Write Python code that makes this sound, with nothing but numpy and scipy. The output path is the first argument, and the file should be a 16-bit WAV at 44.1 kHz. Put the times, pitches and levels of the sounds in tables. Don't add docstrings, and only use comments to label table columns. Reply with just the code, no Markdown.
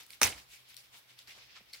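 import sys
import numpy as np
from scipy import signal
from scipy.fft import rfft, irfft
from scipy.io import wavfile
from scipy.ndimage import uniform_filter1d

SR = 44100
rng = np.random.default_rng(int(sys.argv[2]) if len(sys.argv) > 2 else 0)


def elevation(decibels):
    levels = np.asarray(decibels, float)
    return 10 ** (levels / 20)


def waveform_to_disk(signal):
    frames = np.transpose(np.atleast_2d(signal))
    scaled = np.clip(frames, -1, 1) * 32767
    samples = np.round(scaled).astype(np.int16)
    wavfile.write(sys.argv[1], SR, samples)


N = 79380
T = np.arange(N) / SR

# pitch_hz, likeness [0-1]
LIKENESS = [(60, 0.22), (500, 0.32), (2000, 0.057), (6000, 0.021), (14000, .01)]
# pitch_hz, t60_s
ROOM_T60 = [(60, 0.33), (500, 0.32), (2000, 0.21), (6000, 0.27), (14000, 0.15)]
ROOM_START_S = .004
# start_s, level_db, length_s, tilt_db [per octave, low over high]
SLAP = [
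    (.2144, -25, .0006, 5),
    (.2166, -13, .0004, 5),
    (.2185, -17, .0012, 1),
    (.221, -21, .0015, 0),
    (.2242, -17, .0015, 5),
    (.2298, -16, .0015, -3),
    (.2322, -10, .0005, -4),
    (.2395, -16, .0025, -2),
    (.245, -20, .002, 0),
]


def rms_one(x):
    return x / np.sqrt(np.mean(x ** 2) + 1e-20)


def at_hz(points, hz):
    table_hz, value = np.array(points)[:, 0], np.array(points)[:, 1]
    return np.interp(np.log(hz), np.log(table_hz), value)


def high_pass(x, hz, order=2):
    return signal.sosfilt(signal.butter(order, hz, "high", fs=SR, output="sos"), x)


def drift(rate):
    span = int(SR / 80 / rate)
    slow = uniform_filter1d(rng.standard_normal(N // 40 + 2), span)
    slow = uniform_filter1d(slow, span)
    return np.interp(np.arange(N) / 40, np.arange(len(slow)), rms_one(slow))


def ring(x, hz, t60):
    r = elevation(-60 / (t60 * SR))
    w = 2 * np.pi * hz / SR
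    return signal.lfilter([0, np.sin(w)], [1, -2 * r * np.cos(w), r * r], x + 1e-18)


def burst(s, length):
    x = rng.standard_normal(N) * np.exp(-.5 * ((T - s) / length) ** 2)
    return x / np.sqrt(np.sum(x ** 2) + 1e-20)


def bands(white, gain, likeness=LIKENESS):
    out = 0
    edges = 22 * 2 ** np.arange(0, 10, .5)
    for k, (low, high) in enumerate(zip(edges, np.minimum(edges[1:], 19000))):
        band = signal.butter(2, [low, high], "band", fs=SR, output="sos")
        mid, side = signal.sosfilt(band, white[k % 2])
        hz = np.sqrt(low * high)
        alike = np.clip(at_hz(likeness, hz), -1, 1)
        stereo = np.sqrt(1 + alike) * mid + np.sqrt(1 - alike) * side * [[1], [-1]]
        out = out + gain(hz) * stereo
    return out


def floor():
    # pitch_hz, level_db
    air_colour = [(40, -1.5), (90, -2), (180, -9.5), (600, -8.5), (2200, -6), (4200, -5.5), (7300, -20),
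                  (16000, -12)]
    # pitch_hz, level_db
    fan_lines = [(120, -87), (126, -81)]
    width_hz = 0.5
    hum = 0
    for hz, db in fan_lines:
        line = ring(rng.standard_normal(N + SR), hz, 6.5 / width_hz)[SR:]
        hum = hum + elevation(db) * rms_one(line)
    air = bands(rng.standard_normal((2, 2, N + SR // 4)), lambda hz: elevation(at_hz(air_colour, hz)))[:, -N:]
    return elevation(-65) * rms_one(air) + hum


def rubs():
    # peak_s, level_db, rise_s, treble_db, body_db
    strokes = [(.004, -50, 0.022, -1.5, 11), (0.143, -57, 0.084, 3, 8), (0.389, -51.5, 0.048, 0.5, 15),
               (0.544, -52.5, 0.063, -1, -0.5), (0.609, -63, 0.17, 1.5, 9.5), (0.7, -58, 0.02, 3.5, 6),
               (0.717, -56.5, 0.079, -3.5, -6), (0.774, -52, 0.0099, 2, 1), (0.843, -60.5, 0.014, 0, -12),
               (0.948, -57, 0.034, 0.5, 16.5), (0.978, -59, 0.049, 2.5, 5), (1.108, -58, 0.039, -5.5, 5),
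               (1.196, -54.5, 0.027, -2, -1), (1.278, -54, 0.0044, -0.5, 14.5),
               (1.317, -51.5, 0.05, -6.5, 4.5), (1.384, -57, 0.069, -7, 16), (1.434, -56, 0.064, -14, 2.5),
               (1.532, -60, 0.12, -27.5, 9.5), (1.577, -53, 0.049, -14, 5), (1.7, -60, 0.044, -20, -8),
               (1.749, -51, 0.023, 0.5, 6.5)]
    # pitch_hz, level_db [per Hz]
    colour = [(150, -17), (500, -18), (1300, -11), (2200, 5), (3000, 4.5), (4200, 4), (5800, -2),
              (16000, -7)]
    fall_s, grains_per_s, grain_db = 0.035, 2500, 1
    patchy_db, patches_per_s = 2, 18.4
    s, db, rise, treble_db, body_db = np.transpose(strokes)[:, :, None]
    envelope = np.where(T < s, np.exp(-2 * ((T - s) / rise) ** 2), np.exp(-(T - s) / fall_s))
    shape = elevation(db) * envelope

    strength = elevation(grain_db * np.minimum(rng.exponential(1, (2, 2, N)), 5))
    grains = strength * rng.choice([-1, 1], (2, 2, N))
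    grains = grains * (rng.random((2, 2, N)) < grains_per_s / SR)

    def stroke_level(hz):
        treble = treble_db * np.clip(np.log2(hz / 5000), 0, 1)
        body = body_db * np.clip(np.log2(2200 / hz), 0, 1)
        return np.sqrt(((shape * elevation(treble + body)) ** 2).sum(axis=0))

    def gain(hz):
        return elevation(at_hz(colour, hz) + patchy_db * drift(patches_per_s)) * stroke_level(hz)

    scale = np.std(bands(grains, lambda hz: elevation(at_hz(colour, hz))))
    return bands(grains, gain) / scale


def creaks():
    # start_s, level_db, length_s, pitch_hz, t60_s
    slips = [(1.57, -51, .008, 1290, .022), (1.564, -52, .007, 1780, .02), (1.573, -56, .006, 2680, .015),
             (.2319, -10, .0004, 6050, .004), (1.315, -56, .015, 2070, .02), (1.31, -57, .015, 3300, .012),
             (.328, -45, .006, 2250, .01), (1.74, -49, .006, 2200, .015), (1.11, -62, .008, 2220, .015),
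             (.008, -54, .008, 3600, .012), (.2324, -13, .0004, 2600, .008)]
    out = 0
    for s, db, length, hz, t60 in slips:
        y = ring(ring(burst(s, length), hz, t60), hz, t60 / 4)
        out = out + elevation(db) * y / np.abs(y).max()
    return out


def ticks():
    # start_s, level_db [peak], low_ring_db, treble_db, pan_db [left over right]
    contacts = [(0.0325, -46.5, -10, 15, 10), (0.064, -46, -8, 8, 4), (0.1042, -37, -5, -2, -5.5),
                (0.1278, -47, -4, -3, -12), (0.1322, -37, -2, -8, -0.5), (.3275, -59, -12, -10, 3),
                (0.379, -54, 18, -16, -24), (.698, -53, -18, 2, 18), (.743, -41.5, -3, 5, 7),
                (.766, -41, -17, 2, 16), (0.7748, -45, -6, -12, -6), (1.1897, -41, -8, 4, 2),
                (1.273, -49, -10, -6, 4), (1.7308, -41, -10, -6, 4), (1.7341, -33.5, -10, -3, 3),
                (1.7401, -39, -14, -8, 1), (1.7503, -50, 0, -6, -6)]
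    # pitch_hz, level_db, t60_s
    parts = [
        (2200, 0, .005),
        (4200, 2, .004),
        (4850, 2, .004),
        (5500, -5, .004),
        (8500, -3, .002),
        (10500, -3, .002),
        (14000, -3, .0015),
    ]
    contact_s = 0.00061
    out = np.zeros((2, N))
    spread = rng.normal(0, 1, (30, len(parts)))
    for (s, db, low_db, treble_db, pan_db), own in zip(contacts, spread):
        i = int(s * SR)
        x = burst(s + 2 * contact_s, contact_s)[i - 200:i + 1500]
        y = 0
        for k, ((hz, level, t60), g) in enumerate(zip(parts, own)):
            colour_db = low_db if hz < 3000 else treble_db if hz > 7000 else 0
            y = y + (-1) ** k * elevation(level + colour_db + 2 * g) * ring(x, hz, t60)
        y = high_pass(y, 1560, order=4)
        pan = elevation(db + np.array([[.5], [-.5]]) * pan_db)
        out[:, i - 200:i + 1500] += pan * y / np.abs(y).max()
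    return out


def room(x):
    t = T[:SR // 2]
    tail = bands(rng.standard_normal((2, 2, len(t))), lambda hz: elevation(-60 * t / at_hz(ROOM_T60, hz)))
    tail = tail * (1 - np.exp(-(t / ROOM_START_S) ** 2))
    return signal.fftconvolve(x, rms_one(tail) / np.sqrt(len(t)), axes=1)[:, :N]


def bumps():
    # start_s, level_db, pitch_hz, t60_s
    pushes = [(.236, -42, 88, .2), (.214, -44, 58, .3), (.33, -52, 60, .3), (.47, -63, 56, .25),
              (.2145, -40, 300, .07), (.2145, -47, 130, .08), (.2125, -41, 85, .06), (1.375, -61, 580, .05),
              (1.6068, -49, 520, .008), (1.61, -53, 205, .035), (1.73, -66, 75, .15)]
    out = 0
    for s, db, hz, t60 in pushes:
        decay = np.exp(-np.log(1000) * np.maximum(T - s, 0) / t60)
        onset = np.clip((T - s) * hz, 0, 1)
        out = out + elevation(db) * decay * np.sin(2 * np.pi * hz * (T - s)) * onset
    return out * elevation(np.array([[-2.5], [2.5]]))


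def slap():
    # pitch_hz, level_db, t60_s
    shell = [(430, -18, 0.0042), (797, -19, 0.075), (1414, -11.5, 0.019), (2000, -10.5, 0.0011),
             (2380, 7, 0.0044), (3580, 7.5, 0.0034), (4430, 2, 0.0084), (5010, -27, 0.0013),
             (5790, 17, 0.0056), (7250, 9, 0.0023), (8840, 11.5, 0.0054), (10500, 1.5, 0.0016),
             (13100, -7.5, 0.0015), (15100, 10, 0.0033)]
    left_lag_s = .00005
    out = np.zeros(SR // 2)
    for s, db, length, tilt_db in SLAP:
        x = burst(s, length)[:len(out)]
        y = 0
        for k, (hz, level, t60) in enumerate(shell):
            y = y + (-1) ** k * elevation(level - tilt_db * np.log2(hz / 3000)) * ring(x, hz, t60)
        out += elevation(db) * y / np.abs(y).max()
    out = np.pad(high_pass(out, 210), (0, N - len(out)))
    return np.array([np.interp(T - left_lag_s, T, out), out])


def slap_tail():
    # pitch_hz, level_db [per Hz]
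    colour = [(35, -12), (60, -7.5), (330, -8.5), (682, -3.5), (1060, -5.5), (1780, -2), (3040, -1),
              (6280, -6), (16000, -5.5)]
    # pitch_hz, likeness [0-1]
    alike = [(60, .95), (300, 0.99), (1000, 0.21), (4000, 0.1), (14000, .05)]
    patchy_db, patches_per_s = 2, 90
    s, db, length, _ = np.transpose(SLAP)[:, :, None]
    since = np.maximum(T - s, 0)
    energy = elevation(2 * db) * length * (1 - np.exp(-(since / ROOM_START_S) ** 2))

    def gain(hz):
        remaining = np.sqrt((energy * elevation(-120 * since / at_hz(ROOM_T60, hz))).sum(axis=0))
        return elevation(at_hz(colour, hz) + patchy_db * drift(patches_per_s)) * remaining

    tail = bands(rng.standard_normal((2, 2, N)), gain, alike)
    return elevation(-28.5) * tail / np.std(tail[:, int(.23 * SR):int(.26 * SR)])


def snaps(table):
    out = np.zeros(N)
    for s, db, length, hz, t60 in table:
        i = int(s * SR) - 1000
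        y = high_pass(ring(burst(s, length)[i:i + 3000], hz, t60), hz / 2)
        out[i:i + 3000] += elevation(db) * y / np.abs(y).max()
    return out


def cracks():
    # start_s, level_db, length_s, pitch_hz, t60_s
    skin_and_foam = [(.2163, -13, .00008, 1700, .0015), (.2165, -22, .0003, 8600, .001),
                     (.2166, -25, .0003, 13000, .0006), (.2184, -18, .0001, 5800, .001),
                     (.2184, -22, .0002, 9700, .001), (.2196, -19, .0002, 900, .004),
                     (.2243, -20, .0006, 1700, .002), (.2285, -26, .0012, 6000, .001),
                     (.2311, -19, .0006, 9600, .0015), (.232, -21, .001, 14800, .0008),
                     (.2321, -12, .0003, 5600, .0015), (.2388, -25, .0004, 8500, .0008),
                     (.24, -23, .0012, 6100, .003), (.2435, -28, .001, 2500, .003),
                     (.252, -27, .001, 2200, .003), (.2665, -29, .001, 1500, .002),
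                     (.2765, -29, .0008, 1900, .003), (.3262, -36, .0015, 2900, .004),
                     (.3375, -46, .001, 2200, .004), (.3815, -47, .001, 2130, .004),
                     (.258, -33, .009, 2300, .008), (.262, -36, .009, 6300, .004),
                     (.305, -41, .009, 2150, .008), (.346, -48, .005, 2200, .008)]
    return snaps(skin_and_foam)


def ports(x):
    # pitch_hz, level_db [left over right]
    balance = [(60, -12.5), (550, -1.5), (2500, -8), (4300, 2.5), (6000, -5.5), (9000, 9.5), (14000, -4.5)]
    lean_db = at_hz(balance, np.maximum(np.arange(N // 2 + 1) * SR / N, 1))
    return irfft(rfft(x) * elevation(lean_db * [[.5], [-.5]]), N)


def scrapes():
    # start_s, level_db, length_s, pitch_hz, t60_s
    catches = [(1.7338, -45, .0006, 4800, .002), (1.745, -47, .002, 4700, .003),
               (1.749, -45, .001, 4900, .002), (1.7525, -45, .001, 2600, .003),
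               (1.754, -49, .0006, 6000, .002), (1.2745, -48, .0004, 4500, .002),
               (1.2755, -53, .0006, 2200, .001), (1.31, -50, .001, 3400, .002),
               (1.386, -53, .001, 2800, .003), (1.422, -54, .002, 3900, .003),
               (1.504, -55, .002, 3700, .003), (.7435, -47, .0004, 4400, .002),
               (1.1906, -39, .0005, 4350, .004), (1.1882, -48, .0006, 4200, .003),
               (1.6075, -60, .0002, 1000, .002), (1.7355, -46, .0004, 10500, .001),
               (.7185, -52, .001, 2300, .003), (.704, -52, .001, 4300, .003)]
    return snaps(catches)


def scene():
    small = ticks()
    handling = rubs() + small + creaks() + scrapes()
    knock = ports(slap() + slap_tail()) + ports(cracks()) + bumps()
    return handling + knock + room(elevation(-9) * small) + floor()


def top_cut(x):
    return signal.sosfilt(signal.butter(12, 16470, fs=SR, output="sos"), x)


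def record(dry):
    top = signal.cheby2(24, 28, 15950, fs=SR, output="sos")
    mix = signal.sosfilt(top, high_pass(dry, 44, order=4))
    return top_cut(mix)


dry = scene()
out = record(dry)
waveform_to_disk(out)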